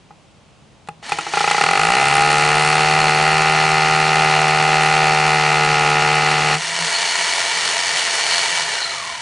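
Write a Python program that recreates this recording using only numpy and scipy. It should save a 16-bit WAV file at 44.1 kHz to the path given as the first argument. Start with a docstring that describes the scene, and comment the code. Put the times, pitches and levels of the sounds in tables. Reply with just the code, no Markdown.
"""A hammer drill bores into a concrete slab outdoors. The bit is set down, the motor starts, and the
striker knocks slowly, then at about 76 blows a second. Each impact excites the modes of bit, housing
and slab and crushes grit. The pressure is eased and the striker drops out; the gears rattle and whine
on, and the loose bit clacks and squeals by friction, until the motor winds down. Nearby surfaces
scatter a short echo over a faint rumble of open air."""
import sys
import numpy as np
from scipy import signal
from scipy.fft import rfft, irfft, next_fast_len
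from scipy.io import wavfile
from scipy.ndimage import uniform_filter1d

SR = 44100
rng = np.random.default_rng(int(sys.argv[2]) if len(sys.argv) > 2 else 0)


def store_wav(level_fs):
    """Save 16-bit WAV to argv[1]."""
    pcm = np.round(np.clip(np.atleast_2d(level_fs), -1, 1) * 32767)
    wavfile.write(sys.argv[1], SR, pcm.T.astype(np.int16))


N = 406513
T = np.arange(N) / SR
FFT_SIZE = next_fast_len(N + SR)
HZ = np.arange(FFT_SIZE // 2 + 1) * SR / FFT_SIZE + 1e-6

# Levels in the tables are relative: each source sets its own overall gain.
# modes of bit and chuck: (frequency [Hz], bandwidth before damping by the hole [Hz], level [dB])
BIT_MODES = [(1262, 74, -10.5), (1403, 60, -7), (1900, 266, -12), (2036, 23, -2), (2490, 169, -12),
             (2817, 190, -16.5), (4266, 370, -22)]
# modes of housing and slab: (frequency [Hz], bandwidth [Hz], level [dB])
HOUSING_MODES = [(391.4, 40, -12.5), (447.2, 21, -10), (613, 9, -16.5), (766, 28, -3), (805.8, 21, 2.5),
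                 (911, 36, -18), (1130, 176, -15.5)]
# spectrum of crushed stone: (frequency [Hz], level [dB])
GRIT_SPECTRUM = [(60, -3), (500, 0.5), (1200, 4.5), (2600, -3), (3300, -5), (4300, -4), (5300, -14.5),
                 (7500, -5.5), (9200, -7.5), (10400, -12.5)]
# stray blows while the motor creeps: (time [s], blow level [dB], tick level [dB])
STRAY_BLOWS = [(1.028, -30, -34), (1.094, -22, -14), (1.12, -6.5, -11), (1.186, -12, -12),
               (1.267, -15, -32)]
# the bit is set down: (time [s], housing level [dB], bit level [dB], tick level [dB], cutoff [Hz])
SET_DOWN_TAPS = [(0.107, 11, 6.5, -55, 1450), (0.874, -10, 3, -29, 2500), (.887, 24.5, 16, -20.5, 2670)]
# crank speed under load, wavering with the pressure on the bit: (time [s], speed [Hz])
LOADED_CRANK = [(2.05, 70.8), (2.17, 73.2), (2.25, 74.25), (2.96, 76.8), (3.12, 75.8), (3.29, 77.48),
                (4.24, 77.26), (4.36, 76.45), (4.96, 76.76), (5.84, 74.84), (6.3, 75.7), (6.54, 75.14)]
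# resonances of the gearbox: (frequency [Hz], bandwidth [Hz], level [dB])
GEARBOX_MODES = [(430, 95, -8.5), (682, 28.5, 5), (924, 226, -0.5), (1400, 200, -4.5), (1875, 334, 2),
                 (2280, 132, 3.5), (2925, 320, -1), (4320, 400, -2.5), (4674, 210, -4.5), (5440, 180, -4.5),
                 (6650, 1100, -17), (8280, 730, -11.5), (9440, 1500, -13)]
# spectrum of the fan's rush: (frequency [Hz], level [dB])
FAN_SPECTRUM = [(60, -48), (300, -19.5), (600, -9.5), (1500, -8), (3600, -5.5), (5000, -9.5), (6100, -7),
                (7600, -11), (10400, -28)]
# the loose bit clacks in its chuck: (time [s], level [dB])
CHUCK_CLACKS = [(7.065, -8), (7.361, -7), (8.458, -7), (8.966, -20)]
# the spinning bit rubs the wall of the hole: (centre time [s], half duration [s], level [dB])
WALL_RUBS = [(7.102, 0.19, -35), (8.354, .16, -29.5), (8.786, 0.096, -31.5)]
# spectrum of the outdoor rumble: (frequency [Hz], level [dB])
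AIR_SPECTRUM = [(15, -53), (25, -28), (59, -15), (108, -11), (139, -7.5), (184, -12.5), (219, -14),
                (268, -19.5), (900, -21.5), (1690, -31), (2660, -28.5), (7300, -38), (10400, -44),
                (13500, -76), (22000, -120)]

# the trigger is squeezed in three steps; then the pressure is released, and last the trigger
START_S, SLOW_S, HAMMER_S, RELEASE_S, OFF_S = 1.02, 1.337, 1.611, 6.555, 8.565
CREEP_HZ, SLOW_HZ, FREE_HZ = 13, 28.7, 88.1  # crank speed: creeping, knocking slowly, unloaded
RACE_S = 0.1378  # time constant of the run-up once unloaded
SUNK_S, SINKING_S = 2.52, 0.79  # the tip sinks below the surface: onset, time constant
SLAB_HZ, SLAB_WIDTH_HZ = 161.5, 13  # the slab's lowest mode
LIGHT_TOUCH_RISE = .025  # housing modes lie higher by this fraction before the drill is leant on


def hammering(speed, jitter_s=.00004, limp_s=.00005, drop_out_s=0.036, fade_db_per_s=0.04):
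    """Periodic impact: one blow a crank turn, alternately early and late, excites steel and stone."""
    striking = (T >= HAMMER_S) * (T < RELEASE_S + drop_out_s / 2)
    turns = np.cumsum(speed * striking) / SR
    count = np.arange(int(turns[-1]) + 1)
    at = np.searchsorted(turns, count + 1e-9)
    jitter, size_spread, crush_spread, rattle_spread = np.clip(rng.standard_normal((len(at), 4)).T, -2, 2)
    alternate = (-1.) ** count
    times = T[at] + jitter_s * jitter + limp_s * alternate
    pace = speed[at] / speed[at].max()
    size = amp(.5 * size_spread) * (1 + 0.0091 * alternate)  # pressed home, the blows are nearly alike
    size *= amp(-7 * np.maximum((times - RELEASE_S) / drop_out_s + .5, 0))  # the last ones die away
    # blows weaken as the pressure is eased and as the hole deepens
    force_db = -2.5 * easing()[at] - fade_db_per_s * (times - HAMMER_S)
    hits = impulses(times, size * amp(force_db) / pace ** 0.37)
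    ring = bit(hits, scrape_db=-39, scrape_s=0.0022)
    blows = unit_while_hammering(housing(hits) + ring) * amp(-15.5)
    crushes = impulses(times + 0.00064, size * amp(3 * crush_spread) / pace ** 0.49)
    rebounds = impulses(times + .68 / speed[at], size * amp(1.5 * rattle_spread - 5))
    return blows + grit(crushes, rebounds) + boom(hits) + thud(times, pace) + chips(times) + bite(times)


def bit(hits, lag_s=0.001786, bounce_s=0.000798, scrape_db=-24, scrape_s=0.0033, min_width_hz=48):
    """Modal superposition: the bit rings as it is struck, lands hard, bounces once and scrapes."""
    contacts = 0.27 + delay(lag_s) * (1 + 0.26 * delay(bounce_s))
    push = minimum_phase(1 / (1 + (HZ / 9000) ** 2))
    # neighbouring modes swing in opposite senses; the hole sets a least damping
    modes = sum((-1) ** k * amp(db) * resonance(hz, max(width, min_width_hz))
                for k, (hz, width, db) in enumerate(BIT_MODES))
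    scrape = amp(scrape_db) * bursts(hits, scrape_s)
    return filtered(hits + scrape, contacts * modes * push)


def housing(hits, rise=0):
    """Impulse response: a blow sets the damped modes of housing and slab ringing together."""
    modes = [(hz * (1 + rise), width, db) for hz, width, db in HOUSING_MODES]
    power = modal_power(modes) / (1 + (260 / HZ) ** 4)
    return filtered(hits, minimum_phase(np.sqrt(power)))


def grit(crushes, rebounds, surface_db=-25, deep_db=-28.5):
    """Impact noise: stone is crushed and the returning striker rattles; dust in the hole absorbs some."""
    crunch = bursts(crushes, decay_s=0.0024) + bursts(rebounds, decay_s=.003)
    level_db = surface_db + (deep_db - surface_db) * settle(SUNK_S, SINKING_S)
    return unit_while_hammering(filtered(crunch, spectrum(GRIT_SPECTRUM))) * amp(level_db)


def boom(hits, knee=0.4, unseated_db=-10, seating_s=0.32):
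    """Resonance: the slab's lowest mode swells, to a limit, when a harmonic of the blow rate meets it."""
    slab = filtered(hits, resonance(SLAB_HZ, SLAB_WIDTH_HZ) * resonance(SLAB_HZ, width_hz=53))
    power = np.abs(uniform_filter1d(slab ** 2, SR // 8))
    swing = np.sqrt(power + knee * np.var(slab))
    return slab / swing * amp(-26 + unseated_db * (1 - settle(HAMMER_S, seating_s)))


def thud(times, pace, cutoff_hz=200):
    """Low-pass noise: each blow carries a dull thud, stronger at a faster pace."""
    puffs = bursts(impulses(times, pace ** 3), decay_s=0.0099)
    return unit_while_hammering(filtered(puffs, 1 / (1 + (HZ / cutoff_hz) ** 2))) * amp(-45.5)


def chips(times, hz=8800, width_hz=1800, spread_db=4.5):
    """Brittle fracture: until the tip has sunk in, each blow splinters the surface with a bright tick."""
    sizes = amp(spread_db * np.clip(rng.standard_normal(len(times)), -2, 2))
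    cracks = bursts(impulses(times + 0.00053, sizes), decay_s=0.0014)
    ticks = unit_while_hammering(filtered(cracks, resonance(hz, width_hz)))
    return ticks * amp(-34) * (1 - settle(SUNK_S, SINKING_S))


def bite(times, hz=4270, width_hz=450, lag_s=0.00035, fade_db_per_s=2.3):
    """Frictional excitation: each scrape rings a high mode of the bit, fading as the hole deepens."""
    scrapes = bursts(impulses(times + lag_s, np.ones(len(times))), decay_s=0.0018)
    ring = unit_while_hammering(filtered(scrapes, resonance(hz, width_hz) ** 2))
    return ring * amp(-33 - fade_db_per_s * np.maximum(T - SUNK_S, 0)) * settle(HAMMER_S, time_s=.5)


def knocks(count=8, flake_s=1.513):
    """Free vibration: stray blows, then a slow, even run, each ring steel and slab and crush stone."""
    turn = np.arange(count)
    blow_spread, tick_spread = rng.standard_normal((count, 2)).T
    run_db = -4 - 4.5 * (turn == 0) + 1.6 * blow_spread
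    run = [SLOW_S + turn / SLOW_HZ, run_db, -19 + 3 * tick_spread]
    times, blow_db, tick_db = np.hstack([np.transpose(STRAY_BLOWS), run])
    hits = impulses(times, amp(blow_db))
    body = housing(hits, LIGHT_TOUCH_RISE) + amp(-11) * filtered(hits, resonance(SLAB_HZ, SLAB_WIDTH_HZ))
    ring = bit(hits, lag_s=0.00085, scrape_db=-21, scrape_s=0.0075)
    cracks = impulses(np.append(times, flake_s), amp(np.append(tick_db, -6)))  # a flake breaks off too
    ticks = filtered(bursts(cracks, decay_s=0.0044), spectrum(GRIT_SPECTRUM))
    return amp(41.5) * body + amp(34) * ring + amp(-1) * ticks


def set_down():
    """Soft contact acts as a low-pass: the bit meets the slab and rings mostly low modes, with a tick."""
    body_force = bit_force = tick_force = 0
    for time, body_db, bit_db, tick_db, cutoff_hz in SET_DOWN_TAPS:
        tap = impulses(np.array([time]), [1.])
        force = signal.sosfilt(signal.butter(3, cutoff_hz, fs=SR, output="sos"), tap)
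        body_force += amp(body_db) * force
        bit_force += amp(bit_db) * force
        tick_force += amp(tick_db) * tap
    slab = amp(-4) * filtered(body_force, resonance(SLAB_HZ, SLAB_WIDTH_HZ))
    ring = bit(bit_force)
    ticks = filtered(bursts(tick_force, decay_s=0.0023), spectrum(GRIT_SPECTRUM))
    return housing(body_force, LIGHT_TOUCH_RISE) + slab + ring + ticks


def crank_speed(first_blow_hz=36.3, climb_hz_per_s=80, halving_s=.44):
    """Drive against load: the crank steps up, is held by the work, races when freed, slows by drag."""
    slow = CREEP_HZ * settle(START_S, .04) + (SLOW_HZ - CREEP_HZ) * settle(SLOW_S, .02)
    climb = first_blow_hz + climb_hz_per_s * (T - HAMMER_S)
    limit = np.interp(T, *np.transpose(LOADED_CRANK))
    loaded = np.minimum(np.maximum(slow, climb), limit)
    driven = loaded + (FREE_HZ - loaded) * settle(RELEASE_S, RACE_S)
    return driven / (1 + np.maximum(T - OFF_S, 0) / halving_s)


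def easing(start_s=6.04):
    """Unloading: how far the pressure has been eased before the release, 0 to 1."""
    return np.clip((T - start_s) / (RELEASE_S - start_s), 0, 1)


def motor(speed):
    """Rotating machinery: gears and piston follow one crank angle; the loose bit rings the gearbox."""
    angle = 2 * np.pi * np.cumsum(speed * (1 + 0.00498 * wander(23.4))) / SR
    gearbox = np.sqrt(spectrum(FAN_SPECTRUM) ** 2 + modal_power(GEARBOX_MODES, order=2))
    rattle = gear_noise(speed, angle, gearbox)
    clacks = chuck_clacks(gearbox)
    running = np.clip((T - START_S) / 0.046, 0, 1)
    return running * (rattle + gear_whine(angle) + piston(angle)) + clacks


def gear_noise(speed, angle, gearbox, spread_db=4, muffle_hz=5500, light_load=0.67):
    """Broadband excitation: fan rush and loose teeth ring the gearbox, pulsing with the crank."""
    pulse = 1 + .16 * np.cos(angle) + .14 * np.cos(2 * angle) + .14 * np.cos(4 * angle)
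    contacts = rng.random(N) < 14 * speed / SR
    clatter = unit(contacts * np.sign(noise()) * amp(spread_db * np.minimum(rng.exponential(size=N), 3)))
    rush = unit(filtered(pulse * (noise() + amp(-3) * clatter), gearbox))
    # pressure on the bit takes up the play in the gears: softer and duller
    leaning = light_load + (1 - light_load) * settle(HAMMER_S, time_s=0.05)
    load = leaning * (1 - .2 * easing()) * (T < RELEASE_S)
    muffled = amp(-6) * filtered(rush, 1 / np.sqrt(1 + (HZ / muffle_hz) ** 4))
    dull = load + 0.51 * settle(OFF_S, time_s=0.35)  # coasting, the teeth also meet more gently
    return (dull * muffled + (1 - dull) * rush) * amp(gear_gain_db(speed) + 0.3 * wander(8.6))


def gear_gain_db(speed, creep_db=-24.5, loaded_db=-15.5, free_db=-19, db_per_octave=5):
    """Noise grows with drive: it jumps with the trigger and, running free, follows speed and rubs."""
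    squeezed, full = settle(SLOW_S - .025, time_s=0.018), settle(HAMMER_S, time_s=0.14)
    working = creep_db + (loaded_db - creep_db) * squeezed - 1.5 * (squeezed - full)
    free = free_db + db_per_octave * np.log2(np.maximum(speed, CREEP_HZ) / FREE_HZ)
    # the gears sound quieter at release, then swell back as the recorder's automatic gain recovers
    gain_recovery_db = -6 * (1 - settle(RELEASE_S, time_s=0.21))
    return np.where(T < RELEASE_S, working, free + gain_recovery_db + rubbing() / rubbing().max())


def gear_whine(angle, teeth=26, creep_db=-46, loaded_db=-42, free_db=-43.5, coast_db=-34.5):
    """Tooth meshing: a modulated tone at the tooth rate, strongest as the motor brakes."""
    phase_wobble = (.7 + .6 * settle(OFF_S, time_s=.2)) * wander(70)
    mesh = np.sin(teeth * angle + phase_wobble) * (1 + .7 * np.cos(angle) + .5 * wander(50))
    level_db = (creep_db + (loaded_db - creep_db) * settle(SLOW_S, time_s=.4)
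                + (free_db - loaded_db) * settle(RELEASE_S, time_s=.2)
                + (coast_db - free_db) * settle(OFF_S, time_s=.05))
    return mesh * amp(level_db)


def piston(angle):
    """Forced vibration: the piston rocks the slab at the second and third harmonics of the crank."""
    harmonics = np.sin(2 * angle) + .5 * np.sin(3 * angle)
    # just after the release the bit still leans on the slab
    shudder_db = 5 * (T > RELEASE_S) * (1 - settle(RELEASE_S, time_s=.1))
    force = harmonics * amp(5.8 * wander(12) + shudder_db)
    return amp(-40) * filtered(force, resonance(SLAB_HZ, SLAB_WIDTH_HZ) ** 2)


def chuck_clacks(gearbox):
    """Impact across a clearance: the loose bit strikes its chuck and rings the gearbox."""
    times, db = np.transpose(CHUCK_CLACKS)
    return filtered(bursts(impulses(times, amp(db)), decay_s=0.0011), gearbox)


def squeal(speed, free_pitch_hz=4330, width_hz=340, sag=0.1):
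    """Friction-induced vibration: the flutes rub the hole and excite a mode that sags with the speed."""
    pitch = free_pitch_hz * (1 - sag * (1 - speed / FREE_HZ))
    friction = unit(filtered(noise(), 1 / (1 + (2 * HZ / width_hz) ** 2)))
    tone = np.sqrt(2) * friction * np.sin(2 * np.pi * np.cumsum(pitch) / SR + wander(40))
    light_rub = amp(-44) * settle(RELEASE_S, RACE_S) * speed / FREE_HZ
    return tone * (rubbing() + light_rub) * amp(3.7 * wander(14))


def rubbing():
    """Intermittent contact: each rub swells and fades as a Gaussian."""
    return sum(amp(db) * np.exp(-((T - time) / half_s) ** 2) for time, half_s, db in WALL_RUBS)


def echo(sound, echo_db=-15, decay_s=0.047):
    """Scattering: ground and nearby things return a short, faint tail, different on each side."""
    age = T[:SR // 4]
    tails = rng.standard_normal((2, len(age))) * np.exp(-age / decay_s) * (age > .002)
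    tails /= np.sqrt(np.sum(tails ** 2, axis=1, keepdims=True))
    return amp(echo_db) * filtered(sound, rfft(tails, FFT_SIZE) * HZ / (HZ + 400))


def air(level_db=-49):
    """Partial coherence: an even outdoor rumble, much the same on both sides."""
    sides = noise() + 0.69 * np.array([noise(), noise()])
    return unit(filtered(sides, spectrum(AIR_SPECTRUM))) * amp(level_db)


def amp(db):
    """Decibels to amplitude ratio."""
    return 10 ** (np.asarray(db) / 20)


def unit(x):
    """Normalisation to rms 1."""
    return x / np.sqrt(np.mean(x ** 2))


def unit_while_hammering(x):
    """Normalisation to rms 1 over the span of the fast blows."""
    return x / np.sqrt(np.mean(x[(T > HAMMER_S) & (T < RELEASE_S)] ** 2))


def settle(start_s, time_s):
    """Exponential relaxation from 0 towards 1."""
    return 1 - np.exp(-np.maximum(T - start_s, 0) / time_s)


def filtered(x, response):
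    """Convolution, as a product of spectra."""
    return irfft(rfft(x, FFT_SIZE) * response, FFT_SIZE)[..., :N]


def delay(time_s):
    """Linear phase: the response of a pure delay."""
    return np.exp(-2j * np.pi * HZ * time_s)


def resonance(hz, width_hz):
    """Response of a damped oscillator, gain 1 at its centre."""
    return 1 / (1 + 1j * (HZ / hz - hz / HZ) * hz / width_hz)


def modal_power(table, order=1):
    """Power sum of resonances; a higher order has steeper flanks."""
    return sum(amp(db) ** 2 / (1 + ((HZ / hz - hz / HZ) * hz / width) ** 2) ** order
               for hz, width, db in table)


def minimum_phase(gain):
    """Minimum phase: the causal response that starts soonest for a given gain curve."""
    cepstrum = irfft(np.log(gain + 1e-4), FFT_SIZE)
    return np.exp(rfft(cepstrum * (1 + np.sign(np.fft.fftfreq(FFT_SIZE)))))


def spectrum(points):
    """Spectral envelope: gain through (frequency [Hz], level [dB]) points."""
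    hz, db = np.transpose(points)
    return amp(np.interp(np.log(HZ), np.log(hz), db))


def noise():
    """White noise of rms 1."""
    return rng.standard_normal(N)


def wander(rate):
    """Low-pass noise: a smooth random drift of rms 1."""
    return unit(signal.sosfilt(signal.butter(4, .85 * rate, fs=SR, output="sos"), noise()))


def impulses(times, sizes):
    """An impulse train."""
    return np.bincount(np.clip(times * SR, 0, N - 1).astype(int), sizes, N)


def bursts(hits, decay_s):
    """Exponential decay: a puff of noise dies away after each impulse."""
    return signal.lfilter([1], [1, -np.exp(-1 / (decay_s * SR))], hits) * noise()


def scene():
    """Superposition: the drill just left of centre, its echo and the open air."""
    speed = crank_speed()
    drill = set_down() + knocks() + hammering(speed) + motor(speed) + squeal(speed)
    return drill * amp(np.array([[.17], [-.17]])) + echo(drill) + air()


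def record(dry, ceiling=.88, top_hz=10330):
    """Soft saturation rounds the highest peaks, and a steep low-pass cuts the top."""
    rounded = dry / (1 + (dry / ceiling) ** 4) ** .25
    return signal.sosfilt(signal.ellip(12, .2, 80, top_hz, fs=SR, output="sos"), rounded)


dry = scene()
out = record(dry)
store_wav(out)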